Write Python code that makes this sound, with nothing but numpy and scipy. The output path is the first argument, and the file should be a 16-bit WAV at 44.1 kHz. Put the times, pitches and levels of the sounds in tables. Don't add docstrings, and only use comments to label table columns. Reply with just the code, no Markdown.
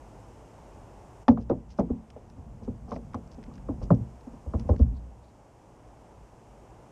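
import sys
import numpy as np
from scipy import signal
from scipy.fft import rfft, irfft, next_fast_len
from scipy.io import wavfile
from scipy.ndimage import uniform_filter1d, map_coordinates

SR = 44100
rng = np.random.default_rng(int(sys.argv[2]) if len(sys.argv) > 2 else 0)


def master(y):
    cut = np.clip(np.atleast_2d(y).T, -1, 1)
    pcm = np.round(cut * 32767)
    wavfile.write(sys.argv[1], SR, pcm.astype(np.int16))


N = 304775
TIME_S = np.arange(N) / SR
RING_S = np.arange(SR // 2) / SR


def amp(db):
    return 10 ** (np.asarray(db) / 20)


def unit(x):
    return x / np.sqrt(np.mean(x ** 2) + 1e-20)


def along(points, hz):
    point_hz, value = np.transpose(points)
    return np.interp(np.log(hz + 1), np.log(point_hz), value)


def filtered(x, response):
    size = next_fast_len(len(x) + 8192)
    gain = response(np.fft.rfftfreq(size, 1 / SR))
    return irfft(rfft(x, size) * gain, size)[:len(x)]


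def noise(spectrum, size, tilt_db=0):
    def response(hz):
        return amp(along(spectrum, hz) + tilt_db * np.log2(hz + 1))
    return unit(filtered(rng.standard_normal(size), response))


def wobble(rate_hz):
    knots = rng.standard_normal(int(N * rate_hz / SR) + 4)
    return map_coordinates(knots, [TIME_S * rate_hz])


def fade(t, t60_s):
    return np.exp(-np.log(1000) * t / t60_s)


def add(track, start_s, sound):
    part = track[round(start_s * SR):][:len(sound)]
    part += sound[:len(part)]


# frequency in Hz, relative density in dB per Hz.
TOWN_SPECTRUM = [(15, -5), (30, -8.5), (52, 8), (80, -5), (110, 1.5), (155, -7.5), (260, -8), (400, -9.5),
                 (900, -10.5), (1250, -21.5), (1800, -28.5), (2900, -32), (4000, -41.5), (8000, -63.5)]
# frequency in Hz, relative density in dB per Hz.
HISS_SPECTRUM = [(2500, -27), (4200, -9.5), (5200, -2), (6700, -1), (8500, -4.5), (10500, -12),
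                 (13000, -16.5), (14000, -21.5)]
TOWN_DB, TOWN_SWELL_DB, HISS_DB = -48.5, 0.7, -71


def yard():
    town = amp(TOWN_DB + TOWN_SWELL_DB * wobble(3.12)) * noise(TOWN_SPECTRUM, N)
    return town + amp(HISS_DB) * noise(HISS_SPECTRUM, N)


# time in seconds, level in dB before MURMUR_DB.
SHIFT_LEVELS = [(1.3, -46), (1.47, -44), (1.62, -44), (1.93, -55), (2.05, -56), (2.28, -49), (2.58, -45.5),
                (3.06, -46), (3.45, -49.5), (3.88, -37.5), (4.13, -62), (4.41, -52), (4.68, -42.5),
                (4.86, -38), (5.11, -50.5), (5.4, -73)]
# frequency in Hz, relative density in dB per Hz.
SWAY_SPECTRUM = [(20, -24), (40, 8), (60, 7), (85, -1), (120, -2), (150, -0.5), (240, -6.5), (330, -21.5),
                 (600, -27), (1200, -40), (2500, -78)]
MURMUR_DB, MURMUR_WOBBLE_DB = 5.5, 1.3


def shifting():
    level_db = np.interp(TIME_S, *np.transpose(SHIFT_LEVELS), left=-np.inf, right=-np.inf)
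    level_db = MURMUR_DB + level_db + MURMUR_WOBBLE_DB * wobble(20)
    return amp(level_db) * noise(SWAY_SPECTRUM, N)


def strokes(rows, half_s, spectrum, grain_db, grain_rate_hz):
    pressure = sum(amp(db) * np.exp(-.5 * ((TIME_S - mid_s) / half_s) ** 2) for mid_s, db in rows)
    grains = unit(amp(grain_db * wobble(grain_rate_hz)))
    return pressure * grains * noise(spectrum, N)


# middle in seconds, level in dB.
NUT_RUBS = [(2.92, -34), (3.51, -49.5)]
# frequency in Hz, relative density in dB per Hz.
SHELL_SPECTRUM = [(150, -4), (400, -1), (620, -7), (800, 3.5), (950, -21), (1150, 0), (1400, -36),
                  (3000, -49), (7000, -57.5)]


def nut():
    return strokes(NUT_RUBS, 0.016, SHELL_SPECTRUM, grain_db=6, grain_rate_hz=130)


# frequency in Hz, relative density in dB per Hz.
CLAW_SPECTRUM = [(600, -36), (1500, 19), (2600, 9.5), (3800, 2), (5200, 7), (6200, 1), (7000, -14),
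                 (10000, -19), (14000, -40.5)]
TICK_ATTACK_S = 0.00064
TICK_T60_S, TICK_LENGTHENS = 0.057, 0.22


def tick(db, bright_db):
    t = RING_S[:SR // 8]
    attack = 1 - np.exp(-(t / TICK_ATTACK_S) ** 2)
    shape = attack * fade(t, TICK_T60_S * amp(TICK_LENGTHENS * db))
    crack = unit(noise(CLAW_SPECTRUM, len(t), bright_db) * shape)
    return amp(db) * crack * np.sqrt(np.mean(shape ** 2))


# start in seconds, level in dB, brightness in dB per octave.
TAPS = [(1.281, -21, -3), (1.292, -43.5, 2), (1.496, -41, 3.5), (2.102, -43.5, 6.5), (2.165, -45, -17),
        (2.2995, -49.5, 6), (2.9621, -41.5, -2), (3.134, -45, -3), (3.1444, -44, 8), (3.275, -53, 7),
        (3.428, -48, -2), (3.4379, -45, 2), (3.463, -53, -1), (3.579, -47.5, -3), (3.909, -47.5, 20.5),
        (3.9476, -50.5, 8), (4.209, -52.5, 4.5), (4.596, -45, 8), (4.7628, -46.5, 1), (4.8264, -46, -0.5)]
# middle in seconds, level in dB.
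DRAGS = [(1.312, -56.5), (1.417, -60), (1.718, -53.5), (1.794, -56.5), (2.645, -64.5), (2.913, -58),
         (2.953, -58), (3.33, -62), (3.55, -64.5), (3.835, -56), (4.60, -63), (4.693, -67), (4.802, -58.5)]
# frequency in Hz, relative density in dB per Hz.
DRAG_SPECTRUM = [(1500, -8.5), (2700, -2), (3800, -7.5), (5200, 1), (6200, -1), (7000, -14), (10000, -22),
                 (14000, -38)]
# middle in seconds, level in dB.
POST_SCUFFS = [(4.968, -67), (5.245, -73), (5.29, -74)]
# frequency in Hz, relative density in dB per Hz.
POST_SPECTRUM = [(1500, -17), (3000, -5), (3900, 11), (4700, 9), (6000, -6), (9000, -17)]


def claws():
    out = np.zeros(N)
    for start_s, db, bright_db in TAPS:
        add(out, start_s, tick(db, bright_db))
    drag = strokes(DRAGS, 0.013, DRAG_SPECTRUM, grain_db=6, grain_rate_hz=600)
    climb = strokes(POST_SCUFFS, 0.016, POST_SPECTRUM, grain_db=3.5, grain_rate_hz=250)
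    return out + drag + climb


def bend(hz, rise_s, steep, sag):
    u = RING_S / rise_s
    pitch_hz = hz * (1 + sag * np.tanh(1 - u))
    turns = np.cumsum(pitch_hz) / SR
    turns_at_peak = np.interp(rise_s, RING_S, turns)
    envelope = (u * np.exp(1 - u)) ** steep
    return envelope * np.cos(2 * np.pi * (turns - turns_at_peak))


# frequency in Hz, level in dB relative to the push, t60 in seconds.
BIN_MODES = [(62.55, -7, 0.59), (122.1, -8.5, 0.38), (179.2, -8.5, 0.31), (224.5, -8, 0.31),
             (258.3, -6, 0.2), (328.2, -18.5, 0.12), (433, -22.5, 0.12), (463, -20.5, .16),
             (485.5, -26.5, 0.3), (578, -32, 0.26), (747, -24.5, 0.053), (820, 0.5, 0.018),
             (1063, -32.5, 0.059), (1230, -28, 0.033)]
# frequency in Hz, relative density in dB per Hz.
RATTLE_SPECTRUM = [(100, -13.5), (300, -5), (600, -1), (1100, -9.5), (1500, -20.5), (2200, -31.5),
                   (3500, -37.5), (6000, -48.5), (7200, -61.5), (14000, -78.5)]
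# frequency in Hz, t60 in seconds.
RATTLE_T60 = [(250, 0.27), (600, 0.12), (1200, 0.072), (3000, 0.067), (8000, 0.021)]


def rattle(tilt_db, rise_s, hollow_db, width):
    def near_modes(f):
        return np.max([1 / (1 + ((f - hz) / (width * hz)) ** 2) for hz, _, _ in BIN_MODES], axis=0)
    sheet = noise(RATTLE_SPECTRUM, len(RING_S), tilt_db)
    waves = unit(filtered(sheet, lambda f: amp(hollow_db * near_modes(f))))
    hz, t, bands = signal.stft(waves, SR, nperseg=256)
    decayed = bands * fade(t, along(RATTLE_T60, hz)[:, None])
    tail = signal.istft(decayed, SR, nperseg=256)[1][:len(RING_S)]
    return tail * (1 - np.exp(-RING_S / rise_s))


def ring(push, scatter_db, swell_cycles, wander):
    out = np.zeros(len(RING_S))
    for hz, db, t60_s in BIN_MODES:
        t = RING_S[RING_S < t60_s]
        level = amp(db + along(push, hz) + scatter_db * rng.standard_normal())
        swell = 1 - np.exp(-(t * hz / swell_cycles) ** 2)
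        stray = np.cumsum(rng.standard_normal(size=32)) * wander
        drift = np.interp(t, np.linspace(0, RING_S[-1], len(stray)), stray)
        wave = np.sin(2 * np.pi * (hz * t + drift + rng.random()))
        out[:len(t)] += level * swell * fade(t, t60_s) * wave
    return out


CLACK_HZ = 1142
CRACK_DB, CRACK_TILT_DB, CRACK_DELAY_S = -17.5, -9.5, 0.00063
PLAIN_SLAP_HZ = 674
CONTACT_S, CONTACT_SHORTENS = 0.0029, 1.8
RATTLE_TILT_DB = 8
RATTLE_DB, RATTLE_SLOPE = -6.5, 0.78
FLEX_RISE_S, FLEX_SINK_S = 0.01144, 0.0049
HEAVE_RISE_S, HEAVE_SLOPE = 0.0297, 0.079


def footfall(clack_db, slap_db, slap_hz, flex_db, flex_hz, heave_db, heave_hz):
    hardness_oct = np.log2(slap_hz / PLAIN_SLAP_HZ)
    contact_s = CONTACT_S * 2 ** (-CONTACT_SHORTENS * hardness_oct)
    clack = amp(clack_db) * bend(CLACK_HZ, rise_s=0.002325, steep=2.0, sag=0.22)
    add(clack, CRACK_DELAY_S, tick(clack_db + CRACK_DB, CRACK_TILT_DB))
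    slap = amp(slap_db) * bend(slap_hz, rise_s=0.00608, steep=6.9, sag=0.03)
    flex_rise_s = FLEX_RISE_S + FLEX_SINK_S * amp(flex_db)
    flex = amp(flex_db) * bend(flex_hz, flex_rise_s, steep=3.9, sag=0.1)
    heave_rise_s = HEAVE_RISE_S * amp(HEAVE_SLOPE * heave_db)
    heave = amp(heave_db) * bend(heave_hz, heave_rise_s, steep=8.2, sag=0.12)
    push = [(heave_hz, heave_db), (flex_hz, flex_db), (slap_hz, slap_db)]
    body = ring(push, scatter_db=1.0, swell_cycles=4.66, wander=0.1)
    sheet = rattle(RATTLE_TILT_DB * hardness_oct, contact_s, hollow_db=7.5, width=0.012)
    sheet *= amp(RATTLE_DB + RATTLE_SLOPE * slap_db)
    return clack + slap + flex + heave + body + sheet


# claw clack in dB, slap in dB, slap in Hz, flex in dB,
# flex in Hz, heave in dB, heave in Hz.
FAINT_BUMP = (-65, -49.5, 513, -34.5, 250, -49, 88)
BUMPS_FROM_S, BUMPS_TO_S, BUMP_SCATTER_DB = 3.0, 5.2, 3


def faint_bumps(count):
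    out = np.zeros(N)
    gap_s = (BUMPS_TO_S - BUMPS_FROM_S) / count
    for k in range(count):
        start_s = BUMPS_FROM_S + gap_s * (k + rng.random())
        level = amp(BUMP_SCATTER_DB * rng.standard_normal())
        add(out, start_s, level * footfall(*FAINT_BUMP))
    return out


# start in seconds, claw clack in dB, slap in dB, slap in Hz,
# flex in dB, flex in Hz, heave in dB, heave in Hz.
FOOTFALLS = [(1.281, -8.5, -3, 823, 1.5, 244.7, -11.5, 84), (1.373, -28, -26.5, 735, -21, 219, -20, 67),
             (1.497, -27.5, -9, 533, -15, 232, -19, 132), (1.508, -42, -15, 554, -15, 340, -23.5, 126.6),
             (1.787, -22.5, -12, 590, -10, 210.5, -18.5, 62.6),
             (1.799, -27, -18, 605, -13.5, 247, -20.5, 165), (1.894, -45, -47, 493, -20, 251, -20, 73),
             (1.901, -43.5, -18, 433, -14, 241, -34.5, 110), (2.161, -58, -36, 620, -60, 234, -56, 76),
             (2.374, -60, -47.5, 470, -38, 250, -29, 71.4), (2.617, -55, -41, 500, -36.5, 240, -35, 80.6),
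             (2.676, -46.5, -24, 431, -21, 246, -25, 88), (2.879, -49, -47.5, 804, -37, 230, -51, 85),
             (2.917, -30, -27, 783, -23, 231, -30.5, 89), (2.958, -58, -33, 674, -27.5, 256, -38, 86),
             (3.143, -29, -29.5, 797, -25.5, 240, -26.5, 92.5), (3.38, -64, -44, 500, -35.5, 238, -53, 85),
             (3.686, -37, -25.5, 520, -21, 297, -24.5, 101), (3.813, -55, -32, 503, -31, 234, -23.5, 73),
             (3.904, -17.5, -12, 567, -7, 179.3, -12.5, 117), (3.930, -51, -39, 460, -23, 236, -19, 127.6),
             (4.001, -56, -49.5, 560, -48, 229, -24.5, 115),
             (4.460, -55.5, -39, 490, -37.5, 240, -23, 73.4),
             (4.536, -33.5, -26.5, 622, -23.5, 236, -16, 77),
             (4.596, -47, -50, 830, -33.5, 229, -31.5, 111), (4.647, -69.5, -44, 481, -34, 238, -26, 80),
             (4.689, -44.5, -14.5, 520, -28, 236, -9, 81),
             (4.738, -49, -44.5, 593, -29.5, 239, -20.5, 71.6), (4.795, -41.5, -23, 490, -10.5, 236, 0, 67)]


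def paws():
    out = np.zeros(N)
    for start_s, *blow in FOOTFALLS:
        add(out, start_s, footfall(*blow))
    return out


def scene():
    background = yard() + shifting()
    squirrel = nut() + claws() + paws()
    return (background + faint_bumps(count=5) + squirrel)[None]


def gain_control(x, ceiling_db, recover_s, ahead_s):
    power = np.abs(uniform_filter1d(x ** 2, size=SR // 60))
    over_db = np.maximum(10 * np.log10(power + 1e-12) - ceiling_db, 0)
    leak = np.exp(-TIME_S / recover_s)
    cut_db = np.maximum.accumulate(over_db / leak) * leak
    early_db = np.interp(TIME_S + ahead_s, TIME_S, cut_db)
    return x * amp(-uniform_filter1d(early_db, size=SR // 100))


BASS_CUT_HZ, TOP_HZ = 40, 13950


def record(dry):
    held = gain_control(dry[0], ceiling_db=-10.0, recover_s=2.19, ahead_s=0.048)
    thin = filtered(held, lambda hz: hz / np.hypot(hz, BASS_CUT_HZ))
    return filtered(thin, lambda hz: hz < TOP_HZ)[None]


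dry = scene()
out = record(dry)
master(out)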